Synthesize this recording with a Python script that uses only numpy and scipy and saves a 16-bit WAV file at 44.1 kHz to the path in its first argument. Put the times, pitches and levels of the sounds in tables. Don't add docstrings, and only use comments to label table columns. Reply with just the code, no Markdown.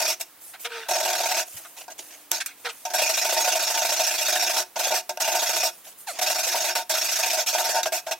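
import sys
import numpy as np
from scipy import signal
from scipy.fft import rfft, irfft
from scipy.io import wavfile
from scipy.ndimage import uniform_filter1d

SR = 44100
rng = np.random.default_rng(int(sys.argv[2]) if len(sys.argv) > 2 else 0)


def generate_wav(sig):
    pcm = np.round(np.clip(np.atleast_2d(sig).T, -1, 1) * 32767).astype(np.int16)
    wavfile.write(sys.argv[1], SR, pcm)


N = 361179
TAPS = 4096
HZ = np.fft.rfftfreq(TAPS, 1 / SR)


def amp(db):
    return 10 ** (np.asarray(db) / 20)


def unit_rms(x):
    return x / np.sqrt(np.mean(x ** 2) + 1e-20)


def eq_curve(points):
    hz, db = np.transpose(points)
    return np.interp(np.log(HZ + 1), np.log(hz), db)


def add(mix, s, sound):
    part = mix[max(round(s * SR), 0):][:len(sound)]
    part += sound[:len(part)]


def ring(x, response):
    return signal.oaconvolve(x, response / np.linalg.norm(response))[:len(x)]


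def colour(x, db):
    log_gain = np.log(amp(np.r_[db, db[-2:0:-1]]))
    spectrum = np.exp(np.conj(signal.hilbert(log_gain)))
    return ring(x, np.fft.ifft(spectrum).real)


def arch(length, skew):
    return np.sin(np.pi * np.linspace(0, 1, max(int(length * SR), 2)) ** skew)


def waver(hz):
    rolloff = 1 + (np.fft.rfftfreq(N, 1 / SR) / hz) ** 4
    return unit_rms(irfft(rfft(rng.standard_normal(N)) / rolloff, N))


def grit(per_s, spread_db):
    size = amp(spread_db * np.minimum(rng.exponential(1, N), 4))
    return unit_rms(size * rng.choice([-1, 1], N) * (rng.random(N) < per_s / SR))


def drift(x, depth_db=3.5):
    spectra = signal.stft(x, nperseg=512)[2]
    patches = uniform_filter1d(rng.standard_normal(spectra.shape), size=4, axis=0)
    patches = unit_rms(uniform_filter1d(patches, size=5, axis=1))
    trim_db = depth_db ** 2 * np.log(10) / 20
    return signal.istft(spectra * amp(depth_db * patches - trim_db), nperseg=512)[1][:N]


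def reflections(x, t60):
    t = np.arange(TAPS) / SR
    return ring(x, rng.standard_normal(TAPS) * amp(-60 * t / t60) * (t > .0005))


# (frequency [Hz], gain [dB])
ROOM_EQ = [(25, -28), (55, -4), (90, -1.5), (180, 0), (290, 5.5), (420, 6), (900, 8.5), (2500, 4),
           (6000, 0.5), (16000, 4.5)]
def room_tone(db=-52):
    return amp(db) * colour(rng.standard_normal(N), eq_curve(ROOM_EQ))


# (time [s], pitch [Hz], level [dB])
HUM_GLIDE = [(1.2, 317, -77), (2.2, 300, -67.5), (2.6, 281, -71), (3.1, 254.6, -82), (6, 192.2, -77),
             (8.1, 170, -87)]
def hum(wobble=0.013):
    s, hz, db = np.transpose(HUM_GLIDE)
    t = np.arange(N) / SR
    pitch = np.interp(t, s, hz) * (1 + wobble * waver(hz=18))
    return amp(np.interp(t, s, db)) * unit_rms(np.sin(2 * np.pi * np.cumsum(pitch) / SR))


def bench_bump(s=1.543, db=-50, swell_s=0.01, low_hz=98, high_hz=160):
    t = np.maximum(np.arange(N) / SR - s, 0)
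    envelope = amp(db) * t / swell_s * np.exp(1 - t / swell_s)
    return envelope * (np.sin(2 * np.pi * low_hz * t) + .5 * np.sin(2 * np.pi * high_hz * t))


# (start [s], length [s], soft rub [dB], fine hiss [dB])
BRUSH_CUES = [(0.404, 0.18, -60, -45.5), (0.593, 0.095, -49, -41.5), (1.452, 0.24, -51.5, -44),
              (1.564, 0.042, -40.5, -40.5), (1.58, 0.26, -56.5, -51), (1.763, 0.096, -43, -46.5),
              (1.9, 0.042, -39, -49), (1.979, 0.044, -40.5, -45.5), (1.982, 0.31, -49, -50.5),
              (2.564, 0.58, -55, -51), (5.68, 0.19, -61, -51.5), (5.839, 0.11, -47.5, -47.5),
              (5.974, 0.1, -65, -46.5), (6.13, 0.17, -41, -54)]
# (frequency [Hz], gain [dB])
RUB_EQ = [(100, -44), (350, 1), (450, -4.5), (660, 11), (1100, -3.5), (2800, 5), (4500, -1), (6500, 5.5),
          (10000, -15), (16000, -49)]
SLEEVE_EQ = [(500, -34), (4000, -12), (7000, -1.5), (9200, 3.5), (11000, 2), (13000, 0), (14500, 3.5),
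             (16000, -9)]
def brushes(skew=0.57, uneven_db=3.5):
    rub_power, hiss_power = np.zeros((2, N))
    for s, length, rub_db, hiss_db in BRUSH_CUES:
        add(rub_power, s, (amp(rub_db) * arch(length, skew)) ** 2)
        add(hiss_power, s, (amp(hiss_db) * arch(length, skew)) ** 2)
    pressure = unit_rms(amp(uneven_db * waver(hz=60)))
    rub = np.sqrt(rub_power) * pressure * drift(grit(per_s=15000, spread_db=-3.5))
    hiss = np.sqrt(hiss_power) * drift(grit(per_s=15000, spread_db=5.0))
    return colour(rub, eq_curve(RUB_EQ)) + colour(hiss, eq_curve(SLEEVE_EQ))


# (start [s], length [s], level [dB], tone centre [Hz])
SHOVE_CUES = [(0.532, 0.047, -40, 1520), (0.645, 0.043, -26.5, 2130), (0.691, 0.26, -36, 1860),
              (1.646, 0.039, -42.5, 1230), (2.401, 0.039, -26, 3570), (2.45, 0.12, -45, 2600),
              (2.647, 0.052, -26.5, 1830), (2.687, 0.039, -31.5, 2060), (6.065, 0.11, -35.5, 9500)]
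# (frequency [Hz], gain [dB])
SHOVE_EQ = [(100, -40), (400, -57), (650, 7), (1000, -3.5), (1300, 4.5), (2000, 2.5), (2500, 4.5),
            (3050, -2.5), (3600, 2.5), (5000, -2), (9000, -2), (16000, -14)]
def shoves(skew=0.52, slope_db=2.5):
    out, grains = np.zeros(N), drift(grit(per_s=7000, spread_db=2.0))
    for s, length, db, hz in SHOVE_CUES:
        envelope = np.r_[amp(db) * arch(length, skew) ** 2, np.zeros(TAPS)]
        force = envelope * grains[int(s * SR):][:len(envelope)]
        off_centre_db = slope_db * np.minimum(np.log2((HZ + 1) / hz) ** 2, 6)
        add(out, s, colour(force, eq_curve(SHOVE_EQ) - off_centre_db))
    return out


# (start [s], length [s], first pitch [Hz], last pitch [Hz], level [dB])
GROAN_CUES = [(0.646, 0.057, 473, 477, -39.5), (0.704, 0.164, 470, 447, -38.5),
              (2.644, 0.072, 500, 443, -37.5), (6.07, 0.058, 905, 492, -32)]
def groans(skew=0.62, jitter=0.023):
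    out, unsteady = np.zeros(N), waver(hz=300)
    for s, length, first_hz, last_hz, db in GROAN_CUES:
        envelope = amp(db) * arch(length, skew)
        glide = np.linspace(first_hz, last_hz, len(envelope))
        hz = glide * (1 + jitter * unsteady[int(s * SR):][:len(glide)])
        phase = 2 * np.pi * np.cumsum(hz) / SR
        add(out, s, envelope * unit_rms(sum(np.sin(k * phase) / k for k in range(1, 7))))
    return out


def blade(scraping, hz=2555, t60=.25, gain_db=-36):
    t = np.arange(SR // 2) / SR
    return amp(gain_db) * ring(scraping, amp(-60 * t / t60) * np.sin(2 * np.pi * hz * t))


# (time [s], handle ring [dB], scrape [dB], fizz [dB], decay [s])
KNOCK_CUES = [(.21, -44, -28, -27, 0.0099), (1.88, -30, -43, -56, 0.011), (2.3157, -27, -9.5, -11, 0.0017),
              (2.461, -68, -29.5, -26, 0.0093), (2.852, -25.5, -25.5, -47, 0.015),
              (2.902, -30, -32.5, -49, 0.021), (4.761, -21.5, -40, -51, 0.0044),
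              (5.093, -21, -23.5, -30.5, 0.011), (5.173, -25, -29, -45, 0.0044),
              (6.302, -25, -24, -33, 0.0077), (6.753, -20.5, -23, -47, 0.0071),
              (7.831, -42, -20, -39, 0.0081)]
def knocks():
    t = np.arange(TAPS) / SR
    powers = np.zeros((3, N))
    for s, *levels, decay in KNOCK_CUES:
        for power, db in zip(powers, levels):
            add(power, s, (amp(db) * np.exp(-t / decay)) ** 2)
    return powers


# (frequency [Hz], width [Hz], relative peak [dB])
HANDLE_MODES = [(368.8, 10.7, -7), (644.2, 88, 5), (675, 54, -30), (729.4, 29, 9), (870, 214, -6),
                (908.5, 49, 6), (1473, 56, -2.5), (1605, 38, -4)]
def handle(force):
    power = sum((amp(db) / (1 + (2 * (HZ - hz) / width) ** 2)) ** 2 for hz, width, db in HANDLE_MODES)
    return colour(force, 10 * np.log10(power + 1e-9))


# (frequency [Hz], gain [dB])
SCRAPE_EQ = [(200, -33.5), (450, -24), (1100, -8.5), (1450, -0.5), (2200, -3.5), (3100, -5.5), (4400, 1),
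             (5000, 1), (5800, 2), (6900, -4.5), (7600, -3.5), (9000, -12.5), (12000, -5), (16000, -18)]
# (frequency [Hz], width [Hz], boost [dB])
SCRAPE_PEAKS = [(350.4, 44, 26), (2500, 360, 9.5), (2788, 81, 9), (3380, 45, 9), (3722, 85, 9),
                (5480, 86, 10.5), (6230, 460, 5.5), (6624, 89, 11.5)]
def tooth_hiss(force):
    peaks_db = sum(db / (1 + (2 * (HZ - hz) / width) ** 2) for hz, width, db in SCRAPE_PEAKS)
    return colour(force, eq_curve(SCRAPE_EQ) + peaks_db)


# (time [s], level [dB])
RING_RIDE = [
    [(0.03, -29), (0.11, -37)],
    [(0.92, -26), (1.12, -27), (1.19, -26), (1.39, -30.5)],
    [(2.96, -31), (3.12, -31.5), (3.16, -43.5), (3.24, -28.5), (3.5, -28), (3.62, -34), (3.95, -29),
     (4.05, -33.5), (4.27, -35.5), (4.39, -30.0), (4.59, -30)],
    [(4.81, -29.5), (4.97, -32.5)],
    [(5.23, -29), (5.39, -28), (5.64, -32.5)],
    [(6.23, -29.5), (6.5, -35.5), (6.54, -34), (6.7, -28)],
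    [(6.91, -32.0), (7.14, -40.0), (7.16, -39), (7.41, -31.5)],
    [(7.48, -32.5), (7.73, -28.5)],
]
def bout(start, count, first_s, last_s, pressure_db, cut_share=0.69, turn_share=0.562, back_share=0.57):
    k = np.arange(round(count))
    back = k % 2
    cycles = np.linspace(first_s, last_s, (len(k) + 1) // 2)
    cycle = cycles[k // 2]
    s = start + np.cumsum(cycles)[k // 2] - cycle + back * turn_share * cycle
    length = cycle * np.where(back, back_share, cut_share)
    length[-1] = 0.081
    press, grip = rng.standard_normal((len(k), 2)).T
    force_db = pressure_db + 0.66 * press
    scrape_db = force_db + np.where(back, -24.1, -25)
    fizz_db = force_db + np.where(back, -39, -30)
    ring_db = np.interp(s + length / 2, *np.concatenate(RING_RIDE).T)
    ring_db += force_db + np.where(back, 0.9, 4) + 1.73 * grip
    ring_db[0] -= 2.5
    return np.transpose([s, length, scrape_db, ring_db, fizz_db])


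# (start [s], strokes [count], first cycle [s], last cycle [s], pressure [dB])
BOUT_CUES = [(.012, 3, .062, .062, 0), (.906, 19, .046, .057, -1.7), (2.935, 45, .078, .0695, 0),
             (4.789, 5, .077, .068, -1), (5.2, 13, .0735, .068, -.3), (6.212, 11, .084, .087, -.5),
             (6.894, 14, .0735, .071, .3), (7.461, 6, .117, .1, -.5)]
# (start [s], length [s], scrape [dB], handle ring [dB], fizz [dB])
PASS_CUES = [(0.0, 0.013, -23.5, -23, -31), (.198, 0.043, -38.5, -41.5, -36.5),
             (.884, 0.034, -28, -25, -35), (2.311, 0.097, -29, -33.5, -38), (4.757, 0.057, -33, -27, -45),
             (6.187, 0.02, -31, -23.5, -33), (6.684, 0.062, -27, -30, -50), (6.751, 0.052, -25.5, -26, -31),
             (6.781, 0.061, -32.5, -31, -40), (7.825, 0.033, -35, -45, -48),
             (7.854, 0.043, -29.5, -21.5, -38.5), (7.92, 0.094, -26.5, -29, -31),
             (8.064, 0.052, -37.5, -30, -46.5), (8.109, .038, -27.5, -28, -36)]
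def all_strokes():
    return np.vstack([bout(*row) for row in BOUT_CUES] + [PASS_CUES])


# (start [s], length [s], handle ring [dB])
SNAG_CUES = [(2.937, 0.037, -23), (3.473, 0.018, -21), (4.906, .05, -21.5), (5.337, 0.046, -26),
             (6.541, .04, -24), (6.895, 0.022, -27.5), (7.546, 0.028, -22), (7.741, 0.091, -23)]
# (frequency [Hz], gain [dB])
FIZZ_EQ = [(300, -40), (1000, -30), (5000, -12), (8000, 10), (10000, 0), (11000, 3), (11900, 8.5),
           (13200, 1), (16000, 0)]
JOLT_EQ = [(25, -28), (150, -33), (430, -11.5), (560, -2.5), (660, 8.5), (760, 0.5), (900, -9.5),
           (3000, -7.5), (16000, -34)]
def rasp(strokes, ring_skew=0.41, chatter_db=1.0, fizz_trim_db=-0.5, jolt_s=0.023):
    push, scrape, fizz = knocks()
    jolt = np.zeros(N)
    for s, length, scrape_db, ring_db, fizz_db in strokes:
        bite_share = np.clip(0.55 * amp(fizz_db - scrape_db + 3.0), 0, .7)
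        add(scrape, s, (amp(scrape_db) * arch(length, skew=0.6)) ** 2)
        add(fizz, s, (amp(fizz_db) * arch(length, skew=0.39)) ** 2)
        add(push, s, (1 - bite_share) * (amp(ring_db) * arch(length, ring_skew)) ** 2)
        add(jolt, s, bite_share * length / jolt_s * amp(ring_db) ** 2 * arch(jolt_s, skew=0.61) ** 4)
    for s, length, ring_db in SNAG_CUES:
        add(push, s, (amp(ring_db) * arch(length, ring_skew)) ** 2)
    chatter = unit_rms(amp(chatter_db * waver(hz=240)))
    hiss = tooth_hiss(np.sqrt(scrape) * chatter * drift(grit(per_s=16000, spread_db=2.5)))
    tear = colour(np.sqrt(fizz) * chatter * grit(per_s=14000, spread_db=-3.0), eq_curve(FIZZ_EQ))
    body = handle(np.sqrt(push) * chatter * grit(per_s=4000, spread_db=2))
    bite = colour(np.sqrt(jolt) * grit(per_s=3000, spread_db=-1.5), eq_curve(JOLT_EQ))
    return hiss + amp(fizz_trim_db) * tear + body + bite


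def friction(strokes):
    return rasp(strokes) + shoves() + brushes()


# (frequency [Hz], side over mid before scatter_db [dB])
WIDTH_EQ = [(100, -50), (600, -15), (1400, -16.5), (2800, -7), (5500, 1), (16000, 4.5)]
def scene(wet_db=-16, room_t60=0.26, scatter_db=-4.5, wide_echo_db=-24, wide_air_db=-11):
    strokes = all_strokes()
    scraping = friction(strokes)
    dry = scraping + blade(scraping) + groans() + bench_bump()
    mid = dry + amp(wet_db) * reflections(dry, room_t60) + room_tone() + hum()
    width_db = eq_curve(WIDTH_EQ)
    side_gain = amp(scatter_db) * np.sqrt(np.mean(amp(width_db) ** 2))
    side = side_gain * colour(friction(strokes) + room_tone(), width_db)
    side += amp(wide_echo_db) * reflections(dry, room_t60) + amp(wide_air_db) * room_tone()
    side -= .2 * signal.sosfilt(signal.butter(1, 4000, "high", fs=SR, output="sos"), mid)
    return np.array([mid + side, mid - side])


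def record(dry, ceiling=.6, cutoff_hz=16150):
    rounded = dry / (1 + (dry / ceiling) ** 4) ** .25
    lowpass = signal.firwin(511, cutoff_hz, window=("kaiser", 9), fs=SR)
    return signal.oaconvolve(rounded, lowpass[None], "same")


dry = scene()
out = record(dry)
generate_wav(out)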